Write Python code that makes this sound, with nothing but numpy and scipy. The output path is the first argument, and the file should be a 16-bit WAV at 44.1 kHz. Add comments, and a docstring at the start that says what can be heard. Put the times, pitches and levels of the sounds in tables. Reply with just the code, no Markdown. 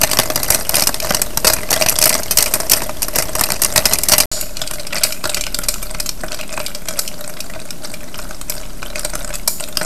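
"""Ice cubes knock and jostle as a metal bar spoon stirs them in a tall mixing glass. Each impact excites
damped modes and drives the resonances of the glass: its air hoots and its wall rings. The glass is heard
first right at its wall, where the microphone overloads, and after a short silence from above, where the
spoon now and then strikes it and rings. Behind lie the noise of the bar and a deep hum that comes and goes.
"""
import sys
import numpy as np
from scipy import signal
from scipy.fft import rfft, irfft, next_fast_len
from scipy.io import wavfile

SR = 44100
rng = np.random.default_rng(int(sys.argv[2]) if len(sys.argv) > 2 else 0)


def materialize(psi):
    """Save the field psi as 16-bit PCM at rate SR to the path in sys.argv[1].

    A 1-D psi becomes a single channel; in a 2-D psi each row is a channel.
    """
    bounded = np.clip(np.atleast_2d(psi).T, -1, 1)
    quanta = np.round(bounded * 32767).astype(np.int16)
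    wavfile.write(sys.argv[1], SR, quanta)


N = 434385
TIME = np.arange(N) / SR
NEAR_END_S, ABOVE_START_S = 4.257, 4.3155

# loud impacts of a cube on the glass: start_s, body_db, clink_db, pitch_hz
IMPACTS = [(0.014, -22, -7.5, 11000), (0.034, -11, -0.5, 2850), (0.113, -25, -9.5, 4700),
           (0.132, -19, -10, 4500), (0.171, -21, -13, 5640), (0.188, -8.5, 1, 3420), (0.198, -16, -8, 2080),
           (0.233, -27, -18.5, 2480), (0.301, -17.5, -15, 3470), (0.358, -23.5, -8, 12600),
           (0.431, -27, -11, 13000), (0.503, -13, 1.5, 11000), (0.546, -20, -4.5, 8330),
           (0.557, -25, -18, 6850), (0.693, -22.5, -6.5, 11400), (0.742, -21, -9.5, 2540),
           (0.754, -28, -5, 11500), (0.767, -23, -8, 4140), (0.782, -20.5, -14, 4700),
           (0.796, -33, -10, 4200), (0.806, -29, -14, 6100), (0.822, -19, -7.5, 5600),
           (0.836, -37, -13.5, 5360), (0.871, -19.5, -2, 6280), (0.891, -17, -17, 6900),
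           (0.943, -25.5, -13.5, 3600), (1.001, -33, -14.5, 2500), (1.106, -13, -13.5, 3000),
           (1.121, -37, -22, 5530), (1.146, -18, -6, 5000), (1.217, -22.5, -5, 11100),
           (1.373, -17.5, -6, 5630), (1.446, -11, -6, 2650), (1.469, -13, -1.5, 4370),
           (1.478, -17, -5, 5700), (1.499, -14.5, -9, 4100), (1.534, -19.5, -5.5, 11150),
           (1.706, -23, -9.5, 5500), (1.715, -18.5, -12, 12900), (1.728, -17, -6.5, 2880),
           (1.739, -27, -11.5, 4360), (1.762, -19, -15, 3100), (1.811, -17.5, -12.5, 2300),
           (1.822, -20, -7, 2600), (1.861, -18, -11.5, 2670), (1.886, -39, -4.5, 2640),
           (1.895, -35, -4, 9460), (1.987, -25, -6, 11260), (2.015, -36, -9, 6000),
           (2.025, -22, -3.5, 5900), (2.039, -34, -2, 6040), (2.056, -15.5, 1, 13000),
           (2.078, -37, -19, 11600), (2.093, -39, -4, 8400), (2.127, -26, -12.5, 2030),
           (2.141, -28, -11.5, 5760), (2.151, -17, -14, 3450), (2.232, -41, -17, 6700),
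           (2.309, -23, -6, 13400), (2.372, -23, 2, 8260), (2.385, -23, 2.5, 5540),
           (2.425, -43, -3.5, 9500), (2.459, -27, -12, 2500), (2.538, -22, -4, 11050),
           (2.601, -20.5, -16, 8700), (2.697, -39, -7, 7650), (2.716, -21, 2, 12500),
           (2.734, -17, -0.5, 5240), (2.764, -27, -19, 8500), (2.819, -21, -19.5, 2460),
           (2.893, -21, -25, 2060), (3.020, -27, -11.5, 9600), (3.029, -32, -10, 6700),
           (3.083, -23.5, -16.5, 11100), (3.157, -24, -9.5, 12800), (3.185, -17, -7, 6400),
           (3.194, -37, -15, 5500), (3.223, -27, -14, 7500), (3.352, -18.5, -13.5, 8600),
           (3.393, -27, -13, 8650), (3.410, -14.5, -5.5, 12400), (3.437, -31, -8.5, 4050),
           (3.503, -20, -12.5, 2230), (3.520, -21, -9.5, 5100), (3.618, -21.5, -5, 11300),
           (3.635, -43, -10, 5630), (3.647, -29, -3, 9700), (3.760, -13, -3, 1930),
           (3.777, -11.5, 0.5, 3930), (3.855, -12, 3.5, 5010), (3.911, -25, -18, 3100),
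           (3.924, -21, -15, 2800), (3.934, -24, -2, 6320), (3.986, -35, -12, 9340),
           (4.034, -65, -8.5, 10300), (4.086, -28, -4, 9970), (4.095, -22, -9, 8640), (4.119, -13, 0, 5680),
           (4.135, -10.5, -0.5, 2830), (4.181, -17, -1, 12140), (4.202, -14, 1, 5050),
           (4.411, -48, -13, 11740), (4.569, -40, -17, 4400), (4.616, -26.5, -12, 3490),
           (4.674, -52, -14.5, 4540), (4.711, -28, -15.5, 8900), (4.735, -33, -17, 10900),
           (4.797, -37, -20, 4100), (4.868, -39, -18, 4800), (4.930, -44, -17, 2920),
           (4.946, -32, -33, 2800), (4.964, -29, -15, 2050), (4.982, -37, -17.5, 4730),
           (5.049, -27.5, -16.5, 2680), (5.123, -36, -13.5, 5300), (5.240, -21.5, -15.5, 4840),
           (5.254, -19.5, -15, 4600), (5.294, -35, -14, 3750), (5.345, -34, -8.5, 4420),
           (5.369, -26.5, -14, 2350), (5.409, -40, -11.5, 6500), (5.438, -41, -15.5, 2900),
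           (5.466, -28, -15.5, 2800), (5.545, -34, -10.5, 4600), (5.588, -24, -12.5, 10600),
           (5.637, -45, -16.5, 6760), (5.740, -55, -16, 6170), (5.827, -32, -16.5, 11900),
           (5.947, -28, -21, 2070), (6.060, -34, -14, 6660), (6.091, -32, -10.5, 5430),
           (6.235, -23, -27, 8600), (6.319, -38, -18, 4420), (6.344, -33, -18, 5300),
           (6.411, -48, -18.5, 2745), (6.577, -21.5, -21, 2020), (6.601, -26, -21, 2780),
           (6.663, -47, -13.5, 4790), (6.748, -38, -15.5, 5400), (6.885, -29.5, -12.5, 5960),
           (7.077, -53, -14.5, 5630), (7.404, -54, -15, 5570), (7.560, -32, -40, 3700),
           (7.706, -36, -17.5, 5500), (7.939, -53, -21, 2360), (8.191, -28.5, -27, 2680),
           (8.309, -29, -27, 6600), (8.413, -34, -20, 7000), (8.828, -25.5, -24, 2420),
           (8.957, -34, -15.5, 2040), (8.994, -35, -16, 9100), (9.048, -27, -11.5, 8600),
           (9.134, -28, -56, 3200), (9.153, -25.5, -14.5, 9400), (9.304, -30, -26, 2090),
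           (9.338, -32, -17.5, 7000), (9.354, -48, -16, 8300), (9.638, -55, -19, 3580),
           (9.771, -23, -6.5, 5130), (9.813, -19.5, -19, 5500)]
# spectrum of the ice from above: frequency_hz, level_db
ICE_SPECTRUM_ABOVE = [(100, -1.5), (400, -7.5), (900, -1), (1450, 6.5), (1850, -5), (2400, 12), (3500, 4),
                      (4700, 11), (6700, 5.5), (8200, 11), (10000, 2), (11500, 6.5), (13500, 2),
                      (15500, -21)]


def gain_of(db):
    """Decibels to amplitude ratio."""
    return 10 ** (np.asarray(db) / 20)


def unit_rms(x):
    """Normalisation to an rms of one."""
    return x / np.sqrt(np.mean(x ** 2) + 1e-20)


def value_at(points, hz):
    """Interpolation on a log-frequency axis."""
    f, value = np.transpose(points)
    return np.interp(np.log(hz + 1), np.log(f + 1), value)


def add(mix, start_s, sound):
    """Superposition of a sound on the mix."""
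    part = mix[max(round(start_s * SR), 0):][:len(sound)]
    part += sound[:len(part)]


def coloured_noise(spectrum, length=N):
    """Spectral shaping of white noise, at an rms of one."""
    size = next_fast_len(length, True)
    gain = gain_of(value_at(spectrum, np.fft.rfftfreq(size, 1 / SR)))
    return unit_rms(irfft(rfft(rng.standard_normal(length), size) * gain, size)[:length])


def drift(rate_hz):
    """Low-pass noise for slow random modulation."""
    return coloured_noise([(rate_hz / 2, 0), (rate_hz, -6), (10 * rate_hz, -80), (20 * rate_hz, -140)])


def hum(pitch_hz=33.2, waver=0.033, unsteady_db=1.5, rest_db=-43, fade_s=0.068):
    """A deep tone, slightly modulated in amplitude and frequency, swells for a spell and sinks back."""
    # spells of hum: start_s, end_s, level_db
    spells = [(0, 4.85, -33.5), (5.301, 6.35, -28), (6.3, 7.05, -38), (8.13, 9.5, -30.5)]
    swell = sum(gain_of(db) * np.clip(np.minimum(TIME - start, end - TIME) / fade_s, 0, 1)
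                for start, end, db in spells)
    envelope = np.maximum(swell, gain_of(rest_db)) * gain_of(unsteady_db * drift(2.5))
    hz = pitch_hz * (1 + waver * drift(3.5))
    return envelope * np.sin(2 * np.pi * np.cumsum(hz) / SR)


def room(x, wet_db, bass_db):
    """Reverberation: sparse reflections from counter and walls, each band decaying at its own rate."""
    # reverberation time: frequency_hz, t60_s
    decay_times = [(200, 0.17), (1000, 0.083), (3000, 0.22), (7000, 0.12), (15000, 0.5)]
    echoes = rng.standard_normal(SR // 2) * (rng.random(SR // 2) < .15)
    echoes[:SR // 250] = 0  # 4 ms before the first reflection
    hz, t, bands = signal.stft(echoes, SR, nperseg=256)
    tilt_db = value_at([(800, bass_db), (5000, 0)], hz)[:, None]
    decay_db = 60 * t / value_at(decay_times, hz)[:, None]
    tail = signal.istft(bands * gain_of(tilt_db - decay_db), SR, nperseg=256)[1]
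    return x + gain_of(wet_db) * signal.fftconvolve(x, tail / np.linalg.norm(tail))[:N]


def stirring(rise_s=0.0098, settle_db_per_s=60):
    """Envelope of the sliding cubes: strokes rise fast, hold, decay slowly, and add in power."""
    # pushes of the spoon: start_s, length_s, level_db
    strokes = [(0.0, 0.037, -24.5), (0.168, .12, -28.5), (0.34, .09, -27), (0.47, 0.025, -23.5),
               (0.71, 0.043, -26), (1.017, 0.031, -21.5), (1.417, 0.21, -29.5), (1.69, 0.34, -25.5),
               (2.01, 0.13, -25.5), (2.357, 0.23, -27), (2.694, 0.068, -26), (3.128, .06, -23),
               (3.347, 0.13, -26.5), (3.614, 0.063, -28), (3.71, 0.067, -25.5), (3.845, 0.07, -28),
               (4.077, 0.18, -30), (4.555, 0.26, -37.5), (4.913, 0.076, -31), (5.23, 0.11, -34),
               (5.546, 0.34, -40), (5.847, 0.033, -38.5), (6.189, 0.26, -37.5), (6.504, 0.066, -34),
               (6.842, 0.21, -38.5), (6.998, 0.039, -56), (7.162, 0.21, -38), (7.434, 0.14, -37.5),
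               (7.794, 0.039, -37.5), (8, 0.046, -42), (8.128, 0.041, -34.5), (8.479, 0.11, -37),
               (8.813, 0.12, -36.5), (8.921, 0.044, -36), (9.13, 0.16, -35.5), (9.58, 0.061, -34.5),
               (9.78, .06, -34)]
    power, t = np.zeros(N), np.arange(SR) / SR
    for start, length, db in strokes:
        decay_db = settle_db_per_s * np.maximum(t - length, 0)
        add(power, start, (np.minimum(t / rise_s, 1) * gain_of(db - decay_db)) ** 2)
    return np.sqrt(power)


def glass_resonance(contacts, modes, knock_db, rub_db, wander=0.012):
    """Resonance: impacts and friction make the air hoot and the wall ring, at slightly drifting pitch."""
    friction = stirring() * coloured_noise([(700, 5.5), (2500, -7.5)])
    drive = gain_of(knock_db) * contacts + gain_of(rub_db) * friction
    warped_time = np.cumsum(1 + wander * drift(8.2)) / SR
    out = contacts.copy()
    for hz, width_hz, db in modes:
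        carrier = np.exp(2j * np.pi * hz * warped_time)
        r = np.exp(-np.pi * width_hz / SR)
        out += gain_of(db) * 2 * (carrier * signal.lfilter([1 - r], [1, -r], drive / carrier)).real
    return out


def glass_wall(ice, ring_db):
    """Forced vibration: the wall rings briefly at every contact, damped by hand and drink."""
    # modes of the filled glass: frequency_hz, bandwidth_hz, gain_db
    wall_modes = [(2013, 13, 4), (2394, 33, -1.5), (5780, 130, -16.5)]
    out = ice.copy()
    for hz, width_hz, db in wall_modes:
        r = np.exp(-np.pi * width_hz / SR)
        pole = r * np.exp(2j * np.pi * hz / SR)
        out += gain_of(db + ring_db) * 2 * signal.lfilter([1 - r], [1, -pole], ice).real
    return out


def contact(spectrum, low_hz, high_hz, t60, rise_s=0.0006, centre_hz=1000, slope_db=0, count=14):
    """Free decay of random modes in a band, slope_db weaker for each octave from the centre."""
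    t = np.arange(2000, dtype=np.float32) / SR
    hz = low_hz + (high_hz - low_hz) * (np.arange(count) + rng.random(count)) / count
    mode_db = value_at(spectrum, hz) - slope_db * abs(np.log2(hz / centre_hz))
    amplitude = gain_of(mode_db + 4 * rng.standard_normal(count))
    phase = np.outer(np.float32(2 * np.pi * hz), t) + np.float32(2 * np.pi * rng.random((count, 1)))
    ring = np.float32(amplitude) @ np.sin(phase) * gain_of(-60 * t / t60) * (1 - np.exp(-t / rise_s))
    return ring / np.sqrt(np.sum(ring ** 2) / (.006 * SR))  # the energy of 6 ms at full level


def spoon(chatter_s=0.0092, rise_s=0.00051, shimmer_t60=0.51, split=0.036, count=6):
    """Impact excitation: metal chatters on glass, then a dense shimmer and clusters of modes decay."""
    # blows on the glass: start_s, blow_db, ring_db, brightness_db_per_octave
    blows = [(4.316, -39, -20, -7.5), (5.0343, -4.5, -26, -3.5), (5.6847, -8.5, -27.5, -5),
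             (5.9993, -13, -42, -6.5), (6.990, -10.5, -33, -4.5), (8.4967, -14.5, -36, -1),
             (9.4759, -6.5, -23.5, -1)]
    # strongest modes of spoon and glass: frequency_hz, level_db, t60_s
    ringing_modes = [(4250, -33, 0.23), (4970, -9, 0.43), (4930, 2, .4), (5370, 5, 0.37), (6100, -9, .42),
                     (7040, 30, 0.63), (9100, -13, 0.27), (11400, -6, 0.35)]
    # spectrum of chatter and shimmer: frequency_hz, level_db
    chatter_spectrum = [(500, -41), (3300, -16), (4700, 3.5), (6000, 0), (6700, -5), (8000, 6), (10000, 0),
                        (12000, 4.5), (15500, -16)]
    out, t = np.zeros(N), np.arange(SR // 2) / SR
    mode_hz, mode_db, t60 = np.transpose(ringing_modes)
    decay = gain_of(-60 * t / t60[:, None])
    for start, blow_db, ring_db, brightness in blows:
        hz = mode_hz[:, None] * (1 + split * rng.uniform(-1.3, 1, (len(mode_hz), count)))
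        tilt_db = brightness * np.log2(hz / hz.mean())
        amplitude = gain_of(mode_db[:, None] + tilt_db + 3 * rng.standard_normal(hz.shape))
        waves = np.sin(np.float32(2 * np.pi * (hz[..., None] * t + rng.random(hz.shape)[..., None])))
        clusters = np.einsum("mk,mkt->mt", np.float32(amplitude), waves)
        modes = (clusters * decay).sum(0) / np.sqrt((amplitude ** 2).sum() / 2)
        noise = coloured_noise([(f, db + brightness * np.log2(f)) for f, db in chatter_spectrum], len(t))
        chatter = gain_of(blow_db) * noise * np.exp(-(t / chatter_s) ** 3)
        shimmer = gain_of(-1 - 60 * t / shimmer_t60) * noise
        ring = gain_of(ring_db) * (gain_of(-6) * modes + shimmer)
        body = gain_of(blow_db - 14) * contact(ICE_SPECTRUM_ABOVE, 380, 2508, t60=0.042)
        add(out, start, (chatter + ring) * (1 - np.exp(-t / rise_s)))
        add(out, start, body)
    return out


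def jostle(ice, spectrum, tick_db, bump_db, settle_db, per_s, settle_s=0.012, bands=14):
    """Poisson process of tiny contacts: cubes tick and bump as they slide, and settle after knocks."""
    ticks, bumps = np.zeros(N), np.zeros(N)
    low_hz, split_hz, top_hz = 350, 2200, 15000
    for hz in np.geomspace(split_hz, top_hz, bands):
        strength = gain_of(5 * np.minimum(rng.exponential(1, N), 3))
        impulses = strength * (rng.random(N) < per_s / bands / SR)
        tick = contact(spectrum, split_hz, top_hz, t60=0.019, centre_hz=hz, slope_db=16, count=40)
        bump = contact(spectrum, low_hz, split_hz, t60=0.016, count=12)
        ticks += signal.oaconvolve(impulses, tick * gain_of(value_at(spectrum, hz)) * np.sqrt(hz))[:N]
        bumps += signal.oaconvolve(impulses, bump)[:N]
    r = np.exp(-1 / (settle_s * SR))
    settling = gain_of(settle_db) * signal.lfilter([1 - r], [1, -r], abs(ice))
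    rattle = gain_of(tick_db) * unit_rms(ticks) + gain_of(bump_db) * unit_rms(bumps)
    return (stirring() + settling) * rattle


def nudges(start_s, end_s, per_s, body_db, clink_db, uneven_db, low_hz=1847, high_hz=8890, count=200):
    """Jittered pulse train: rows of lesser impacts, as strong as the stirring is at that moment."""
    jitter, pitch = rng.random((2, count))
    body_scatter, clink_scatter = uneven_db * rng.uniform(-1, 1, (2, count))
    times = start_s + (np.arange(count) + jitter) / per_s
    stir_db = 20 * np.log10(np.interp(times, TIME, stirring()) + 1e-6)
    hz = low_hz * (high_hz / low_hz) ** pitch
    rows = zip(times, stir_db + body_db + body_scatter, stir_db + clink_db + clink_scatter, hz)
    return [row for row in rows if row[0] < end_s]


def rebounds(impacts, after_s, loss_db):
    """Inelastic collision: each knocked cube strikes a neighbour a moment later, more softly."""
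    chance = rng.uniform(.5, 1.5, (len(impacts), 3))
    return [(start + after_s * late, body + loss_db * soft, clink + loss_db * soft, hz * np.sqrt(detune))
            for (start, body, clink, hz), (late, soft, detune) in zip(impacts, chance)]


def knocks(impacts, spectrum, thud_db, thud_t60, body_t60,
           crack_db, crack_t60, ping_db, ping_t60, slope_db):
    """Modal superposition: a cube's impact is a thud, a hollow body, a wide crack and its own ping."""
    out = np.zeros(N)
    for start, body_db, clink_db, hz in impacts:
        loose = np.exp(0.4 * rng.standard_normal())  # a loose cube rings longer
        thud = contact(spectrum, 70, 400, thud_t60, rise_s=0.0011, count=6)
        body = contact(spectrum, 400, 2000, body_t60, rise_s=0.0005, count=16)
        crack = contact(spectrum, 2000, 15500, crack_t60 * loose,
                        centre_hz=hz, slope_db=slope_db, count=48)
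        ping = contact(spectrum, hz / 1.07, hz * 1.07, ping_t60 * loose, count=5)
        add(out, start, gain_of(body_db) * (gain_of(thud_db) * thud + body))
        add(out, start, gain_of(clink_db) * (gain_of(crack_db) * crack + gain_of(ping_db) * ping))
    return out


def glass_near():
    """Direct sound dominates at the wall of the glass: hard, loud knocks with rounder ones between."""
    # spectrum of the ice at the wall: frequency_hz, level_db
    spectrum = [(100, 7.5), (400, 1.5), (900, 6), (1700, 1.5), (2600, 6.5), (3500, -1.5), (4600, 9),
                (5600, 10.5), (7000, 4.5), (8700, 10.5), (10000, 2.5), (11800, 11), (13500, 1.5),
                (15500, -9)]
    # low hoot of the air in the glass and higher ring of its wall: frequency_hz, bandwidth_hz, gain_db
    resonances = [(622, 33, 7.5), (2060, 6.9, -1.5), (2530, 67, -12)]
    # steady noise of the bar: frequency_hz, density_db
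    bar_spectrum = [(20, -40), (45, -0.5), (120, -6), (250, -8), (480, -12.5), (620, -8.5), (780, -18.5),
                    (2500, -25), (13500, -24), (15500, -66)]
    loud = [row for row in IMPACTS if row[0] < NEAR_END_S]
    loud += rebounds(loud, after_s=.015, loss_db=-19)
    lesser = nudges(0, NEAR_END_S, per_s=38, body_db=-1.5, clink_db=1, uneven_db=5.5)
    ice = knocks(loud, spectrum, thud_db=-6, thud_t60=0.048, body_t60=0.034,
                 crack_db=-2, crack_t60=0.023, ping_db=-11, ping_t60=0.02, slope_db=3)
    ice += knocks(lesser, spectrum, thud_db=-4, thud_t60=0.06, body_t60=0.033,
                  crack_db=-1, crack_t60=0.013, ping_db=-3, ping_t60=0.036, slope_db=4)
    ice += jostle(ice, spectrum, tick_db=-7.5, bump_db=-14, settle_db=-1, per_s=420)
    bar = gain_of(-31.5) * coloured_noise(bar_spectrum)
    glass = glass_resonance(glass_wall(ice, ring_db=-2.5), resonances, knock_db=2, rub_db=2)
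    return room(glass, wet_db=-16.5, bass_db=-1) + bar


def glass_above():
    """Reverberant sound counts for more above the rim: softer, rounder clinks and the ringing spoon."""
    # low hoot of the air in the glass and higher ring of its wall: frequency_hz, bandwidth_hz, gain_db
    resonances = [(609, 35.3, 18.5), (1464, 89, -5.5), (2330, 19, -15)]
    # steady noise of the bar: frequency_hz, density_db
    bar_spectrum = [(20, 6), (50, 4), (90, -1), (170, 4), (300, 0), (490, -8.5), (610, -6.5), (780, -10),
                    (2500, -20.5), (8000, -16.5), (13500, -20), (15500, -55)]
    loud = [row for row in IMPACTS if row[0] > NEAR_END_S]
    loud += rebounds(loud, after_s=0.0068, loss_db=-20.5)
    lesser = nudges(ABOVE_START_S, N / SR, per_s=26, body_db=-2.5, clink_db=4.5, uneven_db=2.5)
    ice = knocks(loud, ICE_SPECTRUM_ABOVE, thud_db=-5, thud_t60=0.06, body_t60=0.028,
                 crack_db=-5, crack_t60=0.026, ping_db=-9.5, ping_t60=0.015, slope_db=3)
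    ice += knocks(lesser, ICE_SPECTRUM_ABOVE, thud_db=-5, thud_t60=0.056, body_t60=0.04,
                  crack_db=-2.5, crack_t60=0.02, ping_db=-3, ping_t60=0.026, slope_db=4)
    ice += jostle(ice, ICE_SPECTRUM_ABOVE, tick_db=1.5, bump_db=-4.5, settle_db=-43, per_s=110)
    bar = gain_of(-35.5) * coloured_noise(bar_spectrum)
    glass = glass_resonance(glass_wall(ice, ring_db=-5) + spoon(), resonances, knock_db=1, rub_db=-7)
    return room(glass, wet_db=-8, bass_db=4.5) + bar


def scene():
    """Diotic sound, the same in both ears: the two listening positions in turn, over the hum."""
    mono = np.where(TIME < NEAR_END_S, glass_near(), glass_above()) + hum()
    return np.array([mono, mono])


def record(dry, offset=-0.086, limit=0.8, cutoff_hz=15700):
    """Asymmetric clipping from a DC offset, silence between the two positions, then a low-pass."""
    audible = (TIME < NEAR_END_S) | (TIME > ABOVE_START_S)
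    clipped = np.clip(dry + offset, -limit, limit) * audible
    lowpass = signal.firwin(255, cutoff_hz, window=("kaiser", 8), fs=SR)
    return signal.oaconvolve(clipped, lowpass[None], "same", axes=1)


dry = scene()
out = record(dry)
materialize(out)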